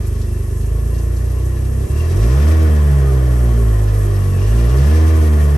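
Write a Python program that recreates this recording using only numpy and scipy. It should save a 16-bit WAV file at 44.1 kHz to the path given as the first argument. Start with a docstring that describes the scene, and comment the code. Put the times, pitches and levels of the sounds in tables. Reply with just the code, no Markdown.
"""At the console of a boat: a four-stroke outboard idles, misses one firing and is revved twice.
Exhaust pulses boom through the leg and hull, built from multiples of the firing rate gliding through resonances.
Noise puffed by each firing burbles at the stern; ticks at fixed crank angles clatter under the cowl.
Intake air rushes and whistles as filtered noise, and short tones squeal and sag in pitch.
Beside the boat the cooling water hisses as fine spray, and larger drops spit in short bright bursts."""
import sys
import numpy as np
from scipy import signal
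from scipy.fft import rfft, irfft, next_fast_len
from scipy.io import wavfile

SR = 44100
rng = np.random.default_rng(int(sys.argv[2]) if len(sys.argv) > 2 else 0)


def master(y):
    """Save y as 16-bit WAV."""
    cut = np.clip(np.atleast_2d(y).T, -1, 1)
    pcm = np.round(cut * 32767)  # scale
    wavfile.write(sys.argv[1], SR, pcm.astype(np.int16))


N = 245681
TIME = np.arange(N) / SR
SIZE = next_fast_len(N, True)
BINS = np.fft.rfftfreq(SIZE, 1 / SR)
CIRCLE = abs(np.fft.fftfreq(2 ** 14, 1 / SR))  # full frequency circle of the resonant bodies [Hz]
CRUISE_HZ = 50  # firing rate at which the cruise levels below hold

# engine speed, two firings a crank turn: (time [s], firing rate [Hz])
SPEED = [(0.0, 24.97), (0.25, 25.16), (0.53, 24.76), (0.8, 27.8), (1.4, 30.89), (1.89, 33.14), (2.0, 39.51),
         (2.1, 41.99), (2.25, 56.8), (2.38, 71.15), (2.51, 79.73), (2.6, 79.5), (2.72, 76.06), (3.0, 68.14),
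         (3.25, 63.13), (3.58, 57.16), (3.77, 52.44), (4.05, 50.25), (4.37, 45.74), (4.56, 57),
         (4.67, 59.38), (4.82, 70.27), (4.95, 78.85), (5.12, 79.93), (5.42, 73.74), (5.57, 71.09)]
# first multiples of the firing rate in one exhaust pulse: (level [dB])
PULSE = [0, 0, -4.5, -3.5, -6.5]
# resonances of the cowl's panels: (centre [Hz], width [Hz], left lift [dB], right lift [dB])
PANELS = [(1028.7, 23.4, 13.6, 8), (1115, 27, 14.5, 8.5), (1210, 21, 11.8, -4), (1483, 25, 8.7, -28),
          (1711, 42, 13.3, 10), (1784, 55, 5, 9), (1873, 33, 16, 1), (1975, 67, 6.1, 6), (2350, 31, 4.2, 8),
          (2745, 14, 11, 8), (3147, 68, 10.24, 10.5), (3830, 24, 6.2, -21)]
# how exhaust, stern and hull, valve train, intake air and water follow the engine, before each part's trim:
# (level at cruise [dB], rise with speed [dB per octave], rise at open throttle [dB])
BOOM_LEVEL = (0, 4.84, 0.6)
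STERN_LEVEL = (-36, 7.8, 0.99)
CLATTER_LEVEL = (-41, 5.85, 2.3)
RUSH_LEVEL = (-53, 3.3, 7.9)
WATER_LEVEL = (-45.5, 1.76, 1.2)


def amp(db):
    """Decibels to gain."""
    return 10 ** (np.asarray(db) / 20)


def unit(x):
    """Scales to rms 1."""
    return x / np.sqrt(np.mean(x ** 2) + 1e-20)


def curve(rows):
    """The second column of a time table at every sample."""
    times, values = np.transpose(rows)
    return np.interp(TIME, times, values)


def read(points, hz):
    """A spectrum table on a log-frequency axis."""
    f, value = np.transpose(points)
    return np.interp(np.log(hz + 1), np.log(f), value)


def smooth(x, seconds):
    """Moving sum under a bell window."""
    return signal.oaconvolve(x, signal.windows.hann(int(seconds * SR) | 1), "same")


def wander(seconds):
    """Slow random drift of rms 1."""
    return unit(smooth(rng.standard_normal(N), seconds))


def exhaust(firings, balance_db=0.5, spread=0.79):
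    """The firings' lowest multiples glide through the resonances of the exhaust passage; one firing drops out."""
    # exhaust passage, whose ringing colours and delays each multiple: (frequency [Hz], gain [dB])
    pipe = [(20, -82), (27, -70), (32, -28), (44, -27.5), (55, -12), (65, -14.5), (78, -13), (100, -15),
            (120, -20.5), (142, -18.5), (163, -41.5), (182, -30), (203, -39.5), (228, -25), (255, -37.5),
            (285, -43.5), (315, -26), (345, -31.5), (400, -28.5), (750, -65.5)]
    # a firing that fails: (middle [s], share of the boom lost [0-1], half length [s])
    misfire = (1.883, 1, 0.017)
    uneven, uneven_s = 0.1, 0.07  # strokes differ at the slowest idle: rms share, bell length [s]

    passage, speed, boom = causal(read(pipe, CIRCLE)), curve(SPEED), np.zeros((2, N))
    for k, db in enumerate(PULSE, 1):
        hz = k * speed
        line = amp(db) * sweep(passage, hz) * np.exp(2j * np.pi * k * firings)
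        # the microphone ports differ more at short wavelengths
        apart = np.exp(0.5j * spread * (hz / 320) ** 1.6)
        boom += np.array([line * apart, line / apart]).real

    idling = (speed.min() / speed) ** 2  # combustion evens out as the engine speeds up
    strokes = 1 + uneven * idling * wander(uneven_s)
    middle, lost, half = misfire
    firing_left = 1 - lost * np.exp(-((TIME - middle) / half) ** 4)
    balance = amp([[-balance_db], [balance_db]])
    return np.sqrt(2) * boom * strokes * firing_left * amp(loudness(BOOM_LEVEL)) * balance


def hull(firings, level_db=-2, rough=0.32, scatter=1.62, fade_db=0.1, count=30):
    """Higher multiples glide through the resonances of hull and cowl and growl; each arrives by its own path."""
    # broad response of the hull: (frequency [Hz], gain [dB])
    hull_slope = [(140, 8.5), (165, 5.5), (200, -3), (280, -2), (350, 2), (470, -5.5), (530, -12.5),
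                  (700, -10.5), (900, -27.5), (1400, -16.5), (1850, -28.5), (2400, -14.5)]
    # resonances of the hull: (centre [Hz], width [Hz], left lift [dB], right lift [dB])
    hull_modes = [(227.8, 13.6, 11, 13), (319, 16, 1, -12), (347, 20, 4.5, 8), (394.9, 11, 4, 11.5),
                  (462.7, 70, 2.5, 9), (603, 82, 10.5, 0.5), (835, 33, 3, 13)]

    left, right = causal(colour(CIRCLE, hull_slope, hull_modes + PANELS))
    speed, out = curve(SPEED), np.zeros((2, N))
    waver = wander(0.064) + 1j * wander(0.029)
    for k in range(len(PULSE) + 1, count):
        hz = k * speed
        growl = 1 + rough * np.roll(waver, rng.integers(N))
        line = np.exp(2j * np.pi * (k * firings + rng.random())) * growl
        apart = np.exp(1j * scatter * rng.standard_normal() * np.minimum(hz / 600, 2) ** 2)
        # gentle idling pulses hold less of the highest multiples
        soft_db = -fade_db * max(k - count / 2, 0) * speed.max() / speed
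        pair = np.array([line * sweep(left, hz), line * sweep(right, hz) * apart]).real
        out += pair * amp(soft_db)
    return out * amp(loudness(STERN_LEVEL) + level_db)


def burble(firings, level_db=6, swell_db=0.5, idle_db=3):
    """Each puff of gas churns the water at the stern; it grows louder with speed, idle_db flattening the rise."""
    # gas bubbling out: (frequency [Hz], relative level [dB per Hz])
    bubbling = [(15, -19), (35, -4), (70, 11), (130, 10), (180, 2.5), (280, -1), (370, 4), (470, 1.5),
                (540, -0.5), (680, 0), (850, -11.5), (1500, -31)]
    gas = puffs(firings, depth=2.6, lag=-0.077, length=0.013)
    churn = rng.standard_normal((2, N)) * gas * amp(swell_db * wander(0.071))
    speed = curve(SPEED)
    slow = 1 - 2 * speed / speed.max()
    return unit(ports(*churn, read(bubbling, BINS))) * amp(loudness(STERN_LEVEL) + level_db + idle_db * slow)


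def clatter(firings, regular=0.15, jitter_s=0.00003, level_db=2.0, count=48):
    """Valves and gears tick at the same crank angles in every turn, over a loose rattle."""
    # engine cowl: (frequency [Hz], relative level [dB per Hz])
    cowl = [(300, -7.5), (650, -4.5), (900, 3.5), (1400, 0), (2000, -4.5), (2600, -9), (3300, -11),
            (4500, -27), (9000, -41)]
    sides = []
    for side in range(2):
        angles, signs = rng.random(count), rng.choice([-1, 1], count)
        turns = np.arange(firings[-1] // 2 + 1)[:, None]
        marks = 2 * (turns + angles)  # counted in firings
        heard = (marks > firings[0]) & (marks < firings[-1])
        times = np.interp(marks[heard], firings, TIME) + jitter_s * rng.standard_normal(heard.sum())
        sizes = (signs * np.ones_like(marks))[heard]
        # more ticks a second at speed: weaken each to hold the power level
        ticks = clicks(np.clip(times, 0, TIME[-1]), sizes) / np.sqrt(curve(SPEED))
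        rattle = rng.standard_normal(N)
        sides.append(np.sqrt(regular) * unit(ticks) + np.sqrt(1 - regular) * rattle)
    drive = np.array(sides) * puffs(firings, depth=1.0, lag=0.028, length=0.045)
    return unit(body(ports(*drive), cowl, PANELS)) * amp(loudness(CLATTER_LEVEL) + level_db)


def rush(level_db=5, balance_db=1.4, flutter_db=1.57):
    """Air drawn into the engine, louder with speed and with an open throttle."""
    # rush of air: (frequency [Hz], relative level [dB per Hz])
    air_slope = [(1200, -5), (2500, 3.5), (3500, -0.5), (5000, 4), (5900, 5.5), (6800, -1.5), (8500, -5),
                 (13000, -24)]
    # resonances of the intake: (centre [Hz], width [Hz], left lift [dB], right lift [dB])
    intake = [(2407, 24, 13.5, -7), (2664, 110, 10.5, -11), (3270, 47, 5, -4), (3520, 16, 16, 11),
              (3900, 45, 6.5, 8)]
    air = rng.standard_normal((2, N)) * amp(flutter_db * wander(0.033))
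    coloured = unit(ports(*air, colour(BINS, air_slope, intake)))
    return coloured * amp(loudness(RUSH_LEVEL) + level_db) * amp([[balance_db], [-balance_db]])


def whistle(balance_db=2, flutter_db=3):
    """Air squeezing past the throttle sings in one narrow resonance that swells, flutters and fades."""
    # (middle [s], length [s], pitch [Hz], half width at -6 dB [Hz], level before flutter and balance [dB])
    whistles = [(0.35, 0.25, 2720, 17, -53), (1.306, 1.9, 2760, 6.1, -58.5), (1.98, 0.24, 2730, 50, -47.5),
                (4.55, 0.86, 2820, 37, -47.5)]
    out = np.zeros((2, N))
    for middle, length, hz, width_hz, db in whistles:
        peak_db = -20 * np.log10(1 + ((BINS - hz) / width_hz) ** 2)
        swell = np.cos(np.pi * np.clip((TIME - middle) / length, -0.5, 0.5))
        out += amp(db) * swell * unit(ports(*rng.standard_normal((2, N)), peak_db))
    return out * unit(amp(flutter_db * wander(0.099))) * amp([[balance_db], [-balance_db]])


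def squeals(rough=0.62, balance_db=2):
    """Short tones that sag in pitch, roughened by a random wobble of phase."""
    # (start [s], length [s], first pitch [Hz], last pitch [Hz], level before balance [dB])
    falls = [(3.026, .13, 1236, 1203, -40), (4.278, .16, 2780, 2451, -49), (5.35, 0.125, 1890, 1767, -44)]
    out = np.zeros(N)
    for start, length, first_hz, last_hz, db in falls:
        progress = np.clip((TIME - start) / length, 0, 1)
        cycles = np.cumsum(first_hz + (last_hz - first_hz) * progress) / SR
        tone = np.sin(2 * np.pi * cycles + rough * wander(0.015))
        out += amp(db) * np.sin(np.pi * progress) * tone
    return np.sqrt(2) * out * amp([[balance_db], [-balance_db]])


def water(level_db=3.5, flicker_db=1.3):
    """The cooling stream breaks into fine spray: flickering noise, a little louder with speed."""
    # hiss of water: (frequency [Hz], relative level [dB per Hz])
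    hiss = [(3500, -64), (5500, -5.5), (7000, -4), (8500, -2.5), (10000, 0.5), (10800, 1.5), (11400, 4),
            (12000, -7.5), (13000, -7.5)]
    spray = rng.standard_normal((2, N)) * amp(flicker_db * wander(0.057))
    return unit(ports(*spray, read(hiss, BINS))) * amp(loudness(WATER_LEVEL) + level_db)


def spits(level_db=-6, rise=0.002, decay=0.022, width_octaves=0.33):
    """Larger drops slap the surface: short bright bursts."""
    # drops that slap: (time [s], peak level before the trim level_db [dB], centre [Hz])
    drops = [(0.0662, -38, 9000), (0.2139, -37, 4800), (0.609, -43, 4350), (0.658, -39, 8560),
             (0.9416, -39, 4370), (0.9797, -37.5, 6070), (1.1623, -37.5, 5400), (1.4519, -38, 7710),
             (1.6094, -44, 8060), (1.7998, -45, 8680), (1.8896, -37, 8980)]
    out = np.zeros((2, N))
    for start, db, hz in drops:
        age = np.maximum(TIME - start, 0)
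        shape = (1 - np.exp(-age / rise)) * np.exp(-np.minimum(age / decay, 40))
        band_db = -np.minimum(2 * (np.log2((BINS + 1) / hz) / width_octaves) ** 2, 60)
        burst = unit(ports(*rng.standard_normal((2, N)), band_db))
        out += amp(db + level_db) * shape / shape.max() * burst
    return out


def loudness(law):
    """A part's level in dB: it grows with speed and with the throttle."""
    # the throttle starts part open, shuts, then is opened twice and eased back: (time [s], opening [0-1])
    throttle = [(0, 0.47), (.3, 0), (1.75, 0.02), (2.03, 0.75), (2.3, 1), (2.5, 0.67), (2.8, 0), (3.5, 0),
                (4.25, 0.33), (4.65, 0.68), (4.92, 0.99), (5.3, 0.17), (5.57, .05)]
    cruise_db, octave_db, throttle_db = law
    octaves = np.log2(curve(SPEED) / CRUISE_HZ)
    return cruise_db + octave_db * octaves + throttle_db * np.clip(curve(throttle), 0, 1)


def puffs(firings, depth, lag, length):
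    """A swell after every firing (lag in firings, length in s); swells run together as the engine speeds up."""
    age = ((firings - lag) % 1) / curve(SPEED)
    return unit(1 + depth * np.exp(-age / length))


def clicks(times, sizes):
    """Impulses at exact times, each shared between two samples."""
    at, part = np.divmod(times * SR, 1)
    at = at.astype(int)
    early = np.bincount(at, sizes * (1 - part), N + 1)
    late = np.bincount(at + 1, sizes * part, N + 1)
    return (early + late)[:N]


def colour(hz, slope, modes):
    """Left and right dB of a broad slope lifted by resonances."""
    lifts = sum(np.array([[left], [right]]) / (1 + (2 * (hz - f) / width) ** 2)
                for f, width, left, right in modes)
    return read(slope, hz) + lifts


def causal(db):
    """The minimum-phase response that rings only after the blow, from dB on the full frequency circle."""
    return np.exp(np.conj(signal.hilbert(np.log(amp(db)))))


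def sweep(response, hz):
    """A complex response read along a moving frequency."""
    half = len(CIRCLE) // 2
    return np.interp(hz, CIRCLE[:half], response[:half])


def body(x, slope, modes):
    """Rings x through a resonant body, one response for each port."""
    ring = np.fft.ifft(causal(colour(CIRCLE, slope, modes))).real[:, :len(CIRCLE) // 2]
    return signal.fftconvolve(x, ring, axes=1)[:, :N]


def ports(a, b, db=0):
    """Two unrelated signals become a partly alike left and right microphone port, coloured by db."""
    # how alike the ports are: (frequency [Hz], likeness [0-1])
    likeness = [(150, 0.95), (300, 0.43), (500, 0.12), (1500, 0.44), (3000, 0.48), (7000, 0.28), (8300, 1),
                (13000, 1)]
    # how far left leads right: (frequency [Hz], phase [rad])
    lead = [(100, 0), (330, .5), (450, 0), (560, 2), (900, 2), (1100, 0), (1650, -1.1), (3000, 1),
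            (6200, .3), (7500, 1), (8550, 0), (10200, -3.14), (11900, -6.28), (13000, -7.4)]
    same = np.clip(read(likeness, BINS), 0, 1)
    left, other = rfft(a, SIZE), rfft(b, SIZE)
    right = (same * left + np.sqrt(1 - same ** 2) * other) * np.exp(-1j * read(lead, BINS))
    return irfft(np.array([left, right]) * amp(db), SIZE)[:, :N]


def scene(start=0.0304):
    """Pulses, puffs and ticks follow one running count of firings; water and drops lie beside the engine."""
    firings = start + np.cumsum(curve(SPEED)) / SR
    engine = exhaust(firings) + hull(firings) + burble(firings) + clatter(firings)
    air = rush() + whistle() + squeals()
    return engine + air + water() + spits()


def record(dry):
    """The recorder's band limit at 13 kHz, with a few milliseconds of fade at each end."""
    faded = dry * signal.windows.tukey(N, 0.002)
    lowpass = signal.firwin(511, 13000, window=("kaiser", 9), fs=SR)
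    return signal.oaconvolve(faded, lowpass[None], "same")


dry = scene()
out = record(dry)
master(out)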